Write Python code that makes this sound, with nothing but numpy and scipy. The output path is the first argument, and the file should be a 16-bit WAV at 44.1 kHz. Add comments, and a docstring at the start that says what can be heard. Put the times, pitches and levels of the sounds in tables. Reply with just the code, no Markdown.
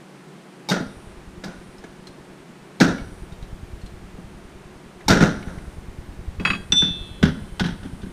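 """Faint hiss and hum, then a hammer taps a copper gasket flat on a crankshaft on a cluttered workbench.
Each blow is a gritty crack plus damped steel modes; bench modes boom and coloured grains rattle loose parts.
Then the connecting rod clinks, the crank pings, and the crankcase is tipped over and set down in rocking thuds.
A regular low throb, made of shaped bumps, rises with the deep bass; noise and wavering sines form the air."""
import sys
import numpy as np
from scipy import signal
from scipy.fft import rfft, irfft
from scipy.io import wavfile

SR = 44100
rng = np.random.default_rng(int(sys.argv[2]) if len(sys.argv) > 2 else 0)


def inscribe(sig):
    """Save sig as 16-bit PCM at rate SR to the path in sys.argv[1].

    A 1-D sig is mono; a 2-D sig holds one channel per row.
    Samples are clipped to [-1, 1] before scaling.
    """
    pcm = np.round(np.clip(np.atleast_2d(sig).T, -1, 1) * 32767)
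    wavfile.write(sys.argv[1], SR, pcm.astype(np.int16))


N = 358091
TIME_S = np.arange(N) / SR
AGE_S = TIME_S[:SR]  # time since the onset of one event

# hammer blows: [t/s, strike/dB, chatter delay/s, chatter/dB, bench delay/s, boom/dB, rattle/dB,
# build-up/s, t60/s]
HAMMER_BLOWS = [(0.687, -21.5, .0105, -20.5, .019, -20.5, -17, 0.014, 0.21),
                (1.439, -37.5, .004, -44, 0.0062, -34.5, -38, 0.017, 0.51),
                (2.801, -16.5, .011, -29, .003, -10.5, -12.5, 0.01, 0.25),
                (5.081, -10, 0.022, -18, 0.0084, -11.5, -12, 0.019, 0.34)]
# struck steel, damped by the hand: [f/Hz, level/dB, t60/s]
STEEL_MODES = [(876, 2.5, 0.049), (2244, -8, 0.054), (3730, -0.5, 0.05), (3930, -18, 0.08),
               (4280, -2, 0.032), (4590, -10.5, 0.13), (4750, -15, 0.17), (5240, -3, 0.033),
               (5580, -12, 0.13), (6540, -14, 0.07), (9760, -18.5, 0.033)]
# crack of the hammer contact: [f/Hz, level/dB]
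CONTACT_SPECTRUM = [(200, 14.5), (1000, 1.5), (3000, -1), (4000, 6), (5700, 4), (7500, -2.5),
                    (11000, -13.5), (13300, -6.5), (15500, -28)]
# loose steel part singing on after a blow: [f/Hz, level re strike/dB, t60/s]
SINGING_MODES = [(5700, -34, .9), (5830, -34, 1.0)]
STRIKE_T60_S, CHATTER_T60_S = 0.13, 0.18

# heavy parts bumping the bench: [t/s, boom/dB, rattle/dB, t60/s]
BENCH_KNOCKS = [(0.8, -24.5, -46, 0.14), (1.436, -39, -29.5, 0.075), (1.837, -41, -37.5, 0.075),
                (4.177, -36, -62, 0.083), (5.202, -17, -17, .38), (5.220, -11.5, -15.5, 0.23),
                (5.463, -37, -42.5, 1), (6.397, -30, -45, 0.33)]
# bench top: [f/Hz, level/dB, t60 before the overall fade/s]
BENCH_MODES = [(91.2, -2, 0.19), (139, -3, 0.64), (175, 3.5, 0.74), (202.5, 1, 0.52), (247.5, 0, 0.34),
               (307, -3, 0.11), (388, -1.5, 0.17), (479, -12.5, 0.23)]
# dense bench resonances: [f/Hz, level/dB]
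BENCH_WASH_SPECTRUM = [(40, -59), (90, -27), (170, -9.5), (280, 0), (400, -17.5), (600, -15), (1300, -23.5),
                       (3000, -52)]
# loose parts on the bench: [f/Hz, level/dB]
RATTLE_SPECTRUM = [(200, 0.5), (480, 3.5), (850, -4), (1130, -13.5), (1420, 4.5), (1750, -3), (2200, -12),
                   (3000, -15.5), (3800, -12.5), (4700, -20.5), (6000, -15), (7300, -25), (9500, -31),
                   (11200, -78), (15000, -59)]
# landing of the crankshaft after it hops; level re the blow's knock
HOP_DELAY_S, HOP_DB, HOP_T60_S = 0.074, -11.5, 0.3
KNOCK_BUILD_S = 0.0048

# crankcase set down: [t/s, boom/dB, clank/dB, time between rocks/s]
SET_DOWNS = [(6.820, -19, -25, .026), (7.2273, -8, -17, 0.025), (7.595, -30, -18.5, 0.045),
             (7.605, -14.5, -28, .04), (7.829, -40, -40, .025), (7.851, -27.5, -45, 0.071),
             (8.032, -28.5, -45, 0.027)]
# clank of the aluminium case: [f/Hz, level/dB]
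CASE_SPECTRUM = [(300, -22), (900, -6), (1100, -15), (1480, -2.5), (1720, -4.5), (2450, -17), (3300, -8.5),
                 (4300, -19), (6100, -20), (7200, -36), (9500, -36), (15000, -46)]
# case ring: [f/Hz, level/dB, t60 before hand damping/s]
CASE_RING_MODES = [(1475, -2, 0.2), (1592, 0.5, 0.061), (3200, -16, 0.14), (3400, -26, 0.3),
                   (3900, -21, 0.11), (4877, -33, 0.54), (5900, -26, 0.28), (5960, -33, 1.6)]
# level steps per rock, then decay times
ROCK_BOOM_STEP_DB, ROCK_CLANK_STEP_DB, LANDING_T60_S, ROCK_T60_S = -7, -7.5, 0.1, 0.17

# connecting rod against the case: [t/s, level/dB]
ROD_CLINKS = [(6.398, -33.5), (6.4507, -14.5), (6.474, -23.5), (6.5018, -18), (6.533, -25.5), (6.551, -32)]
# connecting rod: [f/Hz, level/dB, t60/s]
ROD_MODES = [(1167, -15, 0.3), (1600, -14.5, 0.42), (1890, -28, .22), (1970, -21, 0.23), (2567, 7, 0.065),
             (2650, -5.5, 0.052), (3295, -10.5, 0.34), (3960, -17, 0.16), (4690, -16, 0.31),
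             (5430, -25, 0.14), (6700, -31, 0.29), (6900, -30, 0.27), (7531, -32, 0.27), (8500, -35, 0.4),
             (9350, -32, .3), (9950, -33, .25)]
# crack of the rod: [f/Hz, level/dB]
ROD_CRACK_SPECTRUM = [(300, -9), (750, -8), (1150, 6), (2100, 3), (2600, 4.5), (3100, -4.5), (4200, -11),
                      (5800, -24.5), (9000, -35), (15000, -41)]
# steel crank: [f/Hz, level/dB, t60/s]
CRANK_MODES = [(2633, -23.5, 1.2), (2700, -34, 1), (3080, -39.5, 5.8), (3373, -15.5, 1.15),
               (3530, 9.5, 0.48), (3620, -9.5, 0.73), (3870, -15, 0.4), (4060, -35, 1.9),
               (4560, -40.5, 1.1), (5050, -16, 0.16), (5886, -0.5, 0.25), (6140, -27, 0.2),
               (7910, -10.5, 0.2), (8800, -27, 0.33), (10900, -47, .15), (13100, -35, .15)]
PING_S, PING_DB = 6.7215, -11.5

# touches of gasket, hammer and small parts: [t/s, level before the common trim/dB, f/Hz]
LIGHT_TOUCHES = [(1.4409, -31.5, 4800), (1.7809, -43.5, 5200), (1.8396, -43.5, 2200), (2.069, -33.5, 4110),
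                 (2.9804, -30.5, 2220), (3.3207, -40.5, 3700), (3.4244, -39, 3810), (3.8138, -43, 4230),
                 (3.86, -37.5, 4120), (5.005, -36.5, 1960), (5.4247, -33, 2180), (5.5817, -37.5, 2060),
                 (7.227, -16, 3390), (7.5958, -19, 3530), (7.6616, -29, 3870), (8.0167, -40, 3520)]
# two soft, deep thumps: [t/s, level before bass gain/dB]
SOFT_THUMPS = [(6.285, -20), (6.393, -22)]
THUMP_HZ = 48

# deep-bass swells: [t/s, level/dB, hold/s]
BASS_GAIN_SWELLS = [(0.74, -8, .55), (2.807, -0.5, 1), (5.01, 0, 3)]
BASS_ATTACK_S, BASS_EBB_DB_PER_S, BASS_SHUT_DB = 0.068, 13.5, -38.5
THROB_FIRST_S, THROB_PERIOD_S = 0.049, 0.1024
THROB_DB, THROB_SCATTER_DB = -23.5, 1.5  # level before bass gain
# rumble under the throb: [f/Hz, level/dB]
RUMBLE_SPECTRUM = [(15, -2.5), (40, 3.0), (120, -2), (220, -21.5), (600, -45.0)]

# room tail, three parts: [f/Hz, level/dB]
LOW_TAIL_SPECTRUM = [(60, 3.5), (200, 0), (1800, -1), (2600, -11.5), (16000, -51)]
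HIGH_TAIL_SPECTRUM = [(1000, -32), (3000, 15), (6000, 14), (7500, -17), (15000, -36)]
LATE_TAIL_SPECTRUM = [(60, 3.0), (900, 18), (1600, 14.5), (2500, -26), (4500, -7), (5800, 9), (7500, -53)]
# swelling hiss: [f/Hz, level/dB]
HISS_SPECTRUM = [(6500, -32), (8300, 2), (9700, 2), (10800, -3), (12000, -16), (15000, -24)]
# workshop air: [f/Hz, relative level/dB]
AIR_SPECTRUM = [(20, -34), (112, -34), (135, 0.5), (200, -0.5), (260, -5.5), (370, -3), (480, -9.5),
                (900, -13), (2000, -18), (5000, -28.5), (7500, -31.5), (9000, -31), (12000, -39),
                (15500, -45)]
AIR_DB = -45
# hum: [f/Hz, rms level/dB]
HUM_TONES = [(188.4, -54), (360.7, -56), (8543, -76)]
TOP_HZ = 15350


def hammer(ring_db=-2, crack_db=-4, press_s=0.0021):
    """Steel meets steel through soft copper and chatters once: a gritty crack and a short, bright clack."""
    out = np.zeros(N)
    for t_s, strike_db, delay_s, chatter_db, *_ in HAMMER_BLOWS:
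        singing = rise(0.01) * ring(SINGING_MODES, scatter_db=1.5, detune=0.005)
        add(out, t_s, undb(strike_db) * singing)
        hits = [(t_s, strike_db, STRIKE_T60_S), (t_s + delay_s, chatter_db, CHATTER_T60_S)]
        for hit_s, db, t60_s in hits:
            crack = colour(grains(spread_db=1.5), CONTACT_SPECTRUM) * fade(t60_s)
            clack = ring(STEEL_MODES, scatter_db=4.0, detune=0.0094)
            contact = undb(crack_db) * crack + undb(ring_db) * clack
            add(out, hit_s, undb(db) * rise(press_s) * contact)
    return out


def knocks():
    """The bench takes up each blow, then the landing of the hopping crankshaft, and bumps of heavy parts."""
    out = np.zeros(N)
    for t_s, _, _, _, delay_s, boom_db, rattle_db, build_s, t60_s in HAMMER_BLOWS:
        add(out, t_s + delay_s, knock(boom_db, rattle_db, build_s, t60_s))
        hop = knock(boom_db, rattle_db, KNOCK_BUILD_S, HOP_T60_S)
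        add(out, t_s + HOP_DELAY_S, undb(HOP_DB) * hop)
    for t_s, boom_db, rattle_db, t60_s in BENCH_KNOCKS:
        add(out, t_s, knock(boom_db, rattle_db, KNOCK_BUILD_S, t60_s))
    return out


def knock(boom_db, rattle_db, build_s, t60_s):
    """The bench top booms and shakes the parts that lie on it."""
    rattle = rise(build_s) * fade(t60_s) * colour(grains(spread_db=0.0), RATTLE_SPECTRUM)
    both = undb(boom_db) * boom(build_s, t60_s) + undb(rattle_db) * rattle
    return both * np.exp(np.log(1000) * build_s / t60_s)  # offsets the fade during build-up


def boom(build_s, t60_s, modes_db=-3, wash_db=-4):
    """The bench top swings up and dies away: a few clear modes in a wash of many."""
    modes = ring(BENCH_MODES, scatter_db=1.5, detune=0.024) * fade(1.82 * t60_s)
    wash = colour(rng.standard_normal(SR), BENCH_WASH_SPECTRUM) * fade(t60_s)
    return rise(build_s) * (undb(modes_db) * modes + undb(wash_db) * wash)


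def crankcase(count=3):
    """The heavy case lands edge by edge and rocks to rest, each rock weaker."""
    out = np.zeros(N)
    for t_s, boom_db, clank_db, gap_s in SET_DOWNS:
        for k in range(count):
            rock_boom_db = boom_db + k * ROCK_BOOM_STEP_DB
            rock_clank_db = clank_db + k * ROCK_CLANK_STEP_DB
            t60_s = ROCK_T60_S if k else LANDING_T60_S
            add(out, t_s + k * gap_s, landing(rock_boom_db, rock_clank_db, t60_s))
    return out


def landing(boom_db, clank_db, t60_s, land_s=0.0014, build_s=0.0015,
            ring_db=-8, grit_db=-1.0, damped_t60_s=0.25, soft_hz=360):
    """An edge of the case lands: a gritty clank of hand-damped aluminium and a soft, low-passed bench thud."""
    grit = fade(t60_s) * colour(grains(spread_db=1.0), CASE_SPECTRUM)
    tone = fade(damped_t60_s) * ring(CASE_RING_MODES, scatter_db=4.5, detune=0.011)
    clank = rise(land_s) * (undb(grit_db) * grit + undb(ring_db) * tone)
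    lowpass = signal.butter(2, soft_hz, fs=SR, output="sos")
    thud = signal.sosfilt(lowpass, boom(build_s, t60_s))
    return undb(boom_db) * thud + undb(clank_db) * clank


def rod(land_s=0.00046, ring_db=-2.0, thud_db=-13):
    """The connecting rod hits the case and bounces to rest; the bench thuds softly under it."""
    out = np.zeros(N)
    for t_s, db in ROD_CLINKS:
        crack = colour(rng.standard_normal(SR), ROD_CRACK_SPECTRUM) * fade(0.085)
        clink = rise(land_s) * (undb(ring_db) * ring(ROD_MODES, scatter_db=1.5) + crack)
        thud = boom(KNOCK_BUILD_S, 0.45)
        add(out, t_s, undb(db) * (clink + undb(thud_db) * thud))
    return out


def crank(dip_db=-15, tick_db=-18.5, tick_hz=2600):
    """The struck crank ticks, thuds and rings freely; the ring dips just after the strike and swells back."""
    out = np.zeros(N)
    dip = np.exp(-((AGE_S - 0.024) / 0.021) ** 2)
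    ping = rise(0.00046) * ring(CRANK_MODES, scatter_db=1.0)
    add(out, PING_S, undb(PING_DB + dip_db * dip) * ping)
    strike = undb(tick_db) * tick(tick_hz, t60_s=0.054)
    add(out, PING_S, strike + landing(boom_db=-24.0, clank_db=-31.5, t60_s=0.22))
    return out


def ticks(trim_db=-5, t60_s=0.074):
    """Light touches among the parts, each a short metallic tick."""
    out = np.zeros(N)
    for t_s, db, hz in LIGHT_TOUCHES:
        add(out, t_s, undb(db + trim_db) * tick(hz, t60_s))
    return out


def tick(hz, t60_s, touch_s=0.0024, ring_db=-3, click_db=-2.5, partner_db=-4):
    """Small metal rings briefly with a close pair of modes; a lower piece also clicks more dully."""
    tone = ring([(hz, 0, t60_s), (hz * 1.035, partner_db, t60_s)], scatter_db=-1.5)
    click_spectrum = [(hz / 4, -5), (hz, 0), (2 * hz, -9), (4 * hz, -27)]
    click = colour(rng.standard_normal(SR), click_spectrum) * fade(t60_s)
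    return rise(touch_s) * (undb(ring_db) * tone + undb(click_db) * click)


def thumps():
    """Two soft, deep thumps: each one slow push and pull with no click."""
    out = np.zeros(N)
    for t_s, db in SOFT_THUMPS:
        turn = 2 * np.pi * THUMP_HZ * (TIME_S - t_s)
        out -= undb(db) * turn * np.exp((1 - turn ** 2) / 2)
    return out


def workshop(x, wet_db=-14, low_t60_s=0.51, high_t60_s=0.54, late_t60_s=1.4, gap_s=0.0064, late_db=-20):
    """A cluttered room: a short diffuse tail, and a longer faint one as metal parts all around sing on."""
    low = colour(rng.standard_normal(SR), LOW_TAIL_SPECTRUM) * fade(low_t60_s)
    high = colour(rng.standard_normal(SR), HIGH_TAIL_SPECTRUM) * fade(high_t60_s)
    late = colour(rng.standard_normal(SR), LATE_TAIL_SPECTRUM) * fade(late_t60_s)
    tail = (low + high + undb(late_db) * late) * rise(gap_s) ** 2
    response = unit(tail) / np.sqrt(2 * SR)
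    return x + undb(wet_db) * signal.fftconvolve(x, response)[:N]


def bass_gain():
    """The deep bass is nearly shut at first; it swells around the hard blows, holds, and ebbs away."""
    swells = []
    for t_s, db, hold_s in BASS_GAIN_SWELLS:
        attack = np.clip((TIME_S - t_s) / BASS_ATTACK_S, 0, 1)
        ebb_db = BASS_EBB_DB_PER_S * np.maximum(TIME_S - t_s - hold_s, 0)
        swells.append(attack * undb(db - ebb_db))
    return np.max(swells, axis=0) + undb(BASS_SHUT_DB)


def throb(push_s=0.0018, sag_s=0.0071, sag_delay_s=0.007, sag=0.48, rumble_db=-19):
    """Clock-steady bumps, probably electrical pickup: a short push, then a slower sag, over a low rumble."""
    out = np.zeros(N)
    lead_s = 1 / 50  # room for the bump's onset
    t_s = AGE_S - lead_s
    push = np.exp(-(t_s / push_s) ** 2)
    bump = push - sag * np.exp(-((t_s - sag_delay_s) / sag_s) ** 2)
    for beat_s in np.arange(THROB_FIRST_S, N / SR, THROB_PERIOD_S):
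        add(out, beat_s - lead_s, bump * undb(THROB_SCATTER_DB * rng.standard_normal()))
    rumble = colour(rng.standard_normal(N), RUMBLE_SPECTRUM)
    return undb(THROB_DB) * (out + undb(rumble_db) * rumble)


def hiss_swell(sound, level_db=-62, open_db=-42, hold_s=0.29):
    """A thin, high hiss opens with the mean power of the last moments, so it swells after loud sounds."""
    size = max(int(hold_s * SR), 1)
    recent_power = signal.fftconvolve(sound ** 2, np.ones(size) / size)[:N].clip(0)
    opening = recent_power / (recent_power + undb(open_db) ** 2)
    return undb(level_db) * opening * colour(rng.standard_normal(N), HISS_SPECTRUM)


def air():
    """Steady workshop noise with a hum whose phase wanders slightly."""
    out = undb(AIR_DB) * colour(rng.standard_normal(N), AIR_SPECTRUM)
    for hz, db in HUM_TONES:
        waver_rad = np.cumsum(rng.standard_normal(N)) * 0.0192
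        out += undb(db) * np.sqrt(2) * np.sin(2 * np.pi * hz * TIME_S + waver_rad)
    return out


def ring(modes, scatter_db, detune=0):
    """Decaying modes; each blow meets them at another spot and so with other strengths."""
    chance = rng.standard_normal((len(modes), 2))
    out = np.zeros(SR)
    for k, ((hz, db, t60_s), (level, pitch)) in enumerate(zip(modes, chance)):
        tone = np.sin(2 * np.pi * hz * (1 + detune * pitch) * AGE_S)
        out += (-1) ** k * undb(db + scatter_db * level) * fade(t60_s) * tone
    return out


def grains(spread_db):
    """A dense run of tiny impacts of unequal size, on about one sample in ten."""
    size = undb(max(spread_db, 0) * np.minimum(rng.exponential(size=SR), 4))
    return rng.standard_normal(SR) * size * (rng.random(SR) < 1 / 10)


def colour(x, points):
    """Shape a sound by a spectrum of [f/Hz, level/dB] points on a log-frequency axis; rms one."""
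    hz, db = np.transpose(points)
    f_hz = np.maximum(np.fft.rfftfreq(len(x), 1 / SR), 1)
    gain = undb(np.interp(np.log(f_hz), np.log(hz), db))
    return unit(irfft(rfft(x) * gain, len(x)))


def fade(t60_s):
    """Exponential decay, 60 dB in t60_s."""
    return np.exp(-np.log(1000) * AGE_S / t60_s)


def rise(ramp_s):
    """Linear ramp from silence to full strength."""
    return np.minimum(AGE_S / max(ramp_s, 1 / SR), 1)


def undb(db):
    """Decibels to gain."""
    return 10 ** (np.asarray(db) / 20)


def unit(x):
    """Scale to an rms of one."""
    return x / np.sqrt(np.mean(x ** 2))


def add(track, t_s, sound):
    """Mix a sound into a track at a time."""
    start = int(t_s * SR)
    track[start:start + len(sound)] += sound[:N - start]


def soft_limit(x):
    """Round only the tallest peaks."""
    return x / (1 + (x / 0.97) ** 8) ** (1 / 8)


def scene(bass_hz=150):
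    """Everything at the bench; the throb and the deepest thuds come and go together."""
    blows = workshop(hammer() + knocks() + crankcase() + ticks())
    handling = blows + workshop(rod() + crank(), wet_db=-21)
    f_hz = np.fft.rfftfreq(N, 1 / SR)
    bass = irfft(rfft(handling) * np.clip((bass_hz - f_hz) / 40, 0, 1), N)
    deep = bass_gain() * (bass + throb() + thumps())
    mono = handling - bass + deep + hiss_swell(handling) + air()
    return np.array([mono, mono])


def record(dry, double_lag_s=0.00003, right_db=-1.0):
    """Two microphone ports differ only in the highest treble; peaks are rounded, the top is cut steeply."""
    f_hz = np.fft.rfftfreq(N, 1 / SR)
    left, right = dry
    apart = np.clip((f_hz - 10500) / 1000, 0, 1)
    lag = np.exp(-1j * np.pi * f_hz * double_lag_s * apart)  # pi, not 2 pi: delays by half of double_lag_s
    right = irfft(rfft(right) * undb(right_db * apart) * lag, N)
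    lowpass = signal.ellip(10, 0.2, 80, TOP_HZ, fs=SR, output="sos")
    return signal.sosfilt(lowpass, soft_limit(np.array([left, right])))


dry = scene()
out = record(dry)
inscribe(out)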